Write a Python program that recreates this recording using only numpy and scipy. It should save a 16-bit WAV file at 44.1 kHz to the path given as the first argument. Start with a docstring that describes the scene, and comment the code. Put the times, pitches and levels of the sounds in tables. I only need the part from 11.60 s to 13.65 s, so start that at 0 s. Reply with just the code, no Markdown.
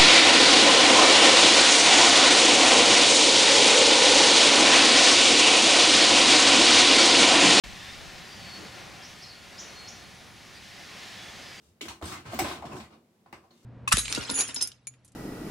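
"""A faint scrape and a few light knocks sound over the hush of a small kitchen: a coated wire dishwasher
rack is lowered onto the open door and shoved along it. Its wires and wheels knock on the hollow door,
with one loud clank as it lands; between knocks it scrapes and chatters. Every contact rings the same
wires and door panel, and the room answers briefly."""
import sys
import numpy as np
from scipy import signal
from scipy.fft import rfft, irfft
from scipy.io import wavfile

SR = 44100
rng = np.random.default_rng(int(sys.argv[2]) if len(sys.argv) > 2 else 0)


def transcribe(u):
    """Save the signal u as a 16-bit wav file named by the first command-line argument.

    u: samples, shape (n,) or (channels, n), limited to [-1, 1]; the rate is SR.
    q: integer samples, one column per channel.
    """
    v = np.clip(np.atleast_2d(u).T, -1, 1)
    q = np.round(v * 32767).astype(np.int16)
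    wavfile.write(sys.argv[1], SR, q)


N = 90404
SIZE = 32768  # samples per event
HZ, T = np.fft.rfftfreq(SIZE, 1 / SR), np.arange(SIZE) / SR


def amp(db):
    """Decibels to gain."""
    return 10 ** (np.asarray(db) / 20)


def curve(points, hz):
    """Interpolates (frequency, value) points on a log-frequency axis."""
    points_hz, values = np.transpose(points)
    return np.interp(np.log(hz + 1), np.log(points_hz + 1), values)


def add(mix, time_s, sound):
    """Mixes a stereo sound in at time_s."""
    part = mix[:, max(round(time_s * SR), 0):][:, :sound.shape[1]]
    part += sound[:, :part.shape[1]]


def ripple(width_hz):
    """Random spectral peaks and dips, growing in above the door's range."""
    knots = rng.standard_normal(len(HZ))
    return np.interp(HZ / width_hz, np.arange(len(HZ)), knots) * np.minimum(HZ / 1500, 1)


# stereo balance (frequency [Hz], left minus right [dB])
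BALANCE = [(300, -.5), (700, -0.4), (2800, 1), (5500, 2.5), (10000, 0.5), (14000, 14)]
def balance_db(hz):
    """Left and right level offsets."""
    return np.outer([0.5, -0.5], curve(BALANCE, hz))


# likeness of the two channels (frequency [Hz], correlation [ratio])
CORRELATION = [(100, 0.98), (350, 0.91), (700, 0.66), (1400, 0.12), (6000, 0.033)]
def noise_spectra(size):
    """White noise at two microphones, alike in the bass."""
    a, b = rfft(rng.standard_normal((2, size)))
    correlation = curve(CORRELATION, np.fft.rfftfreq(size, 1 / SR))
    mid = a * np.sqrt((1 + correlation) / 2)
    side = b * np.sqrt((1 - correlation) / 2)
    return np.array([mid + side, mid - side])


def mode(hz, db, t60_s, rise_cycles=0.6, mic_spread_s=0.00018):
    """One decaying sine, reaching each microphone at a slightly different time."""
    phase = 2 * np.pi * (rng.random() + hz * mic_spread_s * rng.uniform(-0.44, 1, (2, 1)))
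    attack = 1 - np.exp(-T * hz / rise_cycles)
    return amp(db - 60 * T / t60_s) * attack * np.sin(2 * np.pi * hz * T + phase)


def cluster(hz, width_ratio):
    """Crowded modes around one pitch: narrowband noise, unit RMS."""
    band = irfft(noise_spectra(SIZE) / (1 + ((HZ / hz - 1) / width_ratio) ** 2) ** 2)
    return band / band.std()


def ring_envelope(rise_s, ring_t60_s, tail_db, tail_t60_s):
    """Attack, fast first decay, weaker and slower tail."""
    attack = 1 - np.exp(-T / rise_s)
    return attack * np.hypot(amp(-60 * T / ring_t60_s), amp(tail_db - 60 * T / tail_t60_s))


# kitchen hush spectrum (frequency [Hz], relative density [dB])
HUSH = [(15, -52), (25, -42), (117, -5.5), (249, -1.5), (270, -12.5), (344, -6), (384, -9.5), (1300, -22.5),
        (16000, -35)]
def room_tone(rms_db=-66):
    """Low, steady hush of the kitchen."""
    hush = irfft(noise_spectra(N) * amp(curve(HUSH, np.fft.rfftfreq(N, 1 / SR))), N)
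    return amp(rms_db) * hush / hush.std()


# flicked wires, and the ring of the rack's frame in the loud clank (time [s], pitch [Hz], level [dB])
PINGS = [(0.209, 2220, -42.5), (0.21, 3920, -42), (0.214, 7080, -42.5), (0.453, 8500, -41.5),
         (0.741, 14600, -50), (0.790, 14400, -37), (0.7905, 2165, -31.5), (0.800, 2150, -36.5),
         (1.0657, 3380, -51.5), (1.1196, 2580, -48.5), (1.168, 4900, -58), (1.1995, 3460, -55.5),
         (1.727, 2100, -50), (1.907, 4220, -59)]
def pings(note_db=-7.5, tail_db=-3.5, rise_s=0.00027, ring_t60_4khz_s=0.032, tail_t60_4khz_s=0.17):
    """Each ping rings one clear note in a tight cluster of modes; higher ones die sooner."""
    out = np.zeros((2, N))
    for time_s, hz, db in PINGS:
        decay_scale = (4000 / hz) ** 0.25
        t60_s = ring_t60_4khz_s * decay_scale
        envelope = ring_envelope(rise_s, t60_s, tail_db, tail_t60_4khz_s * decay_scale)
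        ring = envelope * cluster(hz, width_ratio=0.12) + mode(hz, note_db, t60_s)
        add(out, time_s, amp(db + balance_db(hz)) * ring)
    return out


# joint response of door and rack (frequency [Hz], gain [dB])
RESPONSE = [(25, -31), (45, -28), (72, 6.5), (170, -2), (225, 1.5), (275, -5), (345, 2.5), (470, -6.5),
            (720, 2), (880, -0.5), (1100, 4.5), (1400, -2), (2200, -1.5), (4200, 1.5), (8500, 1),
            (11500, -6.5), (15500, -11)]
# contact bands: door thud, door body, clack, wire, tick, fizz
# (centre [Hz], rise [s], ring t60 [s], tail level [dB], tail t60 [s])
BANDS = [(101, 0.04, 0.26, -19.5, 0.425), (298, 0.0012, 0.06, -4, 0.4), (900, 0.00027, 0.0088, -4.5, 0.27),
         (2610, 0.00013, 0.013, -3.5, 0.24), (6900, 0.0012, 0.012, -2, 0.24),
         (15200, 0.00045, 0.039, -1, 0.28)]
def contact(levels_db, wire_ripple_db, fizz_re_tick_db=-4):
    """One contact: crowded door and wire modes die quickly and leave a tail in the room."""
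    centres_hz = [band[0] for band in BANDS]
    bands_db = [*levels_db, levels_db[-1] + fizz_re_tick_db]
    excitation_db = curve(list(zip(centres_hz, bands_db)), HZ)
    spot_ripple_db = 3 * ripple(width_hz=415)  # each spot favours its own range of wire modes
    colour_db = excitation_db + curve(RESPONSE, HZ) + wire_ripple_db + spot_ripple_db
    pink_slope = np.sqrt(SR / 2 / (HZ + 1))
    spectra = noise_spectra(SIZE) * amp(colour_db + balance_db(HZ)) * pink_slope
    out = np.zeros((2, SIZE))
    for selector, (_, *envelope) in zip(np.eye(len(BANDS)), BANDS):
        band_gain = curve(list(zip(centres_hz, selector)), HZ)
        out += ring_envelope(*envelope) * irfft(spectra * band_gain)
    return out


# shoves along the door
# (start [s], length [s], door thud [dB], door body [dB], clack [dB], wire [dB], tick [dB])
SHOVES = [(0.0, 0.092, -64.5, -86, -81, -74.5, -71.5), (0.448, 0.066, -47, -48, -45, -46.5, -46.5),
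          (0.506, 0.055, -60, -75, -41.5, -42, -54.5), (0.553, 0.038, -52, -51.5, -53, -51, -61),
          (0.644, 0.083, -62, -57, -47.5, -49, -59.5), (0.696, 0.084, -66, -45, -47, -47.5, -52.5),
          (0.831, 0.1, -55, -46, -41.5, -40.5, -47), (0.936, .07, -52, -50.5, -52, -57, -68),
          (1.043, 0.085, -51, -43.5, -49.5, -58, -64), (1.117, 0.082, -65, -53, -50.5, -62, -58.5),
          (1.221, 0.036, -62, -73, -57, -56.5, -68), (1.299, 0.047, -67.5, -53.5, -58.5, -61.5, -72.5),
          (1.822, 0.026, -68, -67, -58.5, -73.5, -78), (1.921, 0.092, -102, -68, -83, -69, -73),
          (2.024, 0.025, -88, -58.5, -72, -72, -67)]
def scrapes(wire_ripple_db, contacts_per_s=420, spots=3, spread_db=3.5, fade_s=0.0053):
    """The sliding rack chatters: small contacts at random moments on a few spots."""
    out = np.zeros((2, N))
    for start_s, length_s, *levels_db in SHOVES:
        stroke = np.clip(np.minimum(T, length_s - T) / fade_s, 0, 1)
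        for _ in range(spots):
            strength = amp(spread_db * np.minimum(rng.exponential(1, SIZE), 3))
            polarity = rng.choice([-1, 1], SIZE)
            touching = rng.random(SIZE) < contacts_per_s / spots / SR
            clicks = strength * polarity * touching * stroke
            clicks *= np.sqrt(length_s / 0.035) / (np.linalg.norm(clicks) + 1e-6)  # unit energy per 35 ms
            chatter = signal.fftconvolve(contact(levels_db, wire_ripple_db), clicks[None], axes=1)
            add(out, start_s, chatter)
    return out


# onsets of hard blows (time [s], level [dB])
BLOW_CRACKS = [(0.2101, -43), (0.656, -50), (0.732, -54), (0.7894, -28), (0.7944, -24), (1.023, -49),
               (1.727, -41)]
def cracks(decay_s=0.0011, lowpass_hz=1700):
    """A hard blow starts with a dry crack: a millisecond or two of dulled noise."""
    out = np.zeros((2, N))
    for time_s, db in BLOW_CRACKS:
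        burst = irfft(noise_spectra(SIZE) * amp(balance_db(HZ)) / np.hypot(1, HZ / lowpass_hz))
        add(out, time_s, amp(db) * np.exp(-T / decay_s) * burst / burst.std())
    return out


# modes of the rack's frame (frequency [Hz], relative level [dB], t60 [s])
FRAME_MODES = [(343.4, -14.5, 0.13), (690, -20, 0.155), (1024, -6, 0.3), (1142, -32.5, 0.51),
               (2210, -16, 0.072)]
# wheels and wires striking the door (time [s], door thud [dB], door body [dB], clack [dB], wire [dB],
# tick [dB], note pitch [Hz], note level [dB])
BLOWS = [(0.212, -57.5, -35.5, -50.5, -38, -43, 380, -45.5), (0.254, -47, -42, -49, -43, -47.5, 335, -41.5),
         (0.2828, -52, -73, -40, -36.5, -42, 75, -41.5), (0.310, -74, -48, -56, -49, -78, 948, -38),
         (0.4138, -49, -48, -40, -62, -58.5, 643, -36), (0.424, -83, -34.5, -42.5, -43.5, -49.5, 79, -29.5),
         (0.439, -40.5, -43, -44.5, -45, -48, 315, -46), (0.523, -74, -42, -61, -57, -44, 1016, -46),
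         (0.654, -42, -44.5, -46.5, -55, -65, 152, -35.5), (0.682, -61, -63, -60, -55, -71, 113.8, -31),
         (0.732, -42, -38.5, -37, -43, -65, 647, -30), (0.7427, -41.5, -32, -85, -79, -48.5, 241, -48),
         (0.7903, -33, -40, -28.5, -36, -31, 709, -21), (0.7965, -46, -28, -48, -37, -42.5, 765, -18.5),
         (0.8031, -69, -23.5, -52, -32, -61, 739, -22.5), (0.817, -38, -51, -44, -35.5, -52, 329, -25),
         (0.845, -66, -42.5, -29, -39, -51, 593, -26), (0.911, -47, -51, -34, -43.5, -54, 1093, -34),
         (0.955, -75, -48, -73, -42, -59, 260, -40), (1.0237, -67, -52, -37, -53, -62.5, 794, -33),
         (1.041, -54, -40.5, -44, -68, -61, 693, -32.5), (1.054, -59, -51, -51, -49.5, -55.5, 145, -36.5),
         (1.1221, -50, -65, -39, -56, -59, 1093, -37), (1.131, -54, -42.5, -37, -53, -58, 133, -37),
         (1.15, -62, -54.5, -40.5, -69, -69, 357, -33), (1.166, -44, -38, -51.5, -48.5, -55.5, 1540, -44),
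         (1.201, -54, -72.5, -46, -44, -53.5, 213, -37), (1.6606, -60, -56, -54, -61, -79.5, 796, -48),
         (1.7271, -51.5, -46.5, -44, -45, -58, 816, -36.5),
         (1.909, -76, -55.5, -62.5, -62, -69.5, 340, -75)]
def knocks(wire_ripple_db, note_t60_1khz_s=0.051, panel_t60_s=0.13,
           panel_re_note_db=-15, frame_re_clack_db=-6):
    """The rack strikes the door: clatter, hollow note of the struck spot, ring of the frame."""
    out = np.zeros((2, N))
    for time_s, thud_db, body_db, clack_db, wire_db, tick_db, note_hz, note_db in BLOWS:
        note = mode(note_hz, note_db, note_t60_1khz_s * (1000 / note_hz) ** 0.43)
        # neighbouring panel modes roughen the note
        panel = cluster(note_hz, width_ratio=0.2) * (1 - np.exp(-T * note_hz))
        panel *= amp(note_db + panel_re_note_db - 60 * T / panel_t60_s)
        frame = sum(mode(hz, clack_db + frame_re_clack_db + db, t60_s) for hz, db, t60_s in FRAME_MODES)
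        clatter = contact([thud_db, body_db, clack_db, wire_db, tick_db], wire_ripple_db)
        add(out, time_s, clatter + note + panel + frame)
    return out


def scene():
    """One rack cracking, knocking, scraping and pinging over the room tone."""
    wire_ripple_db = 2 * ripple(width_hz=32)  # narrow wire modes, shared by all contacts
    return room_tone() + cracks() + knocks(wire_ripple_db) + scrapes(wire_ripple_db) + pings()


def record(dry):
    """Bass roll-off and band limit."""
    low_cut_hz, high_cut_hz = 40, 16250
    highpass = signal.butter(3, low_cut_hz, "highpass", fs=SR, output="sos")
    lowpass = signal.firwin(401, high_cut_hz, window=("kaiser", 8), fs=SR)
    return signal.oaconvolve(signal.sosfilt(highpass, dry), lowpass[None], "same")


dry = scene()
out = record(dry)
transcribe(out)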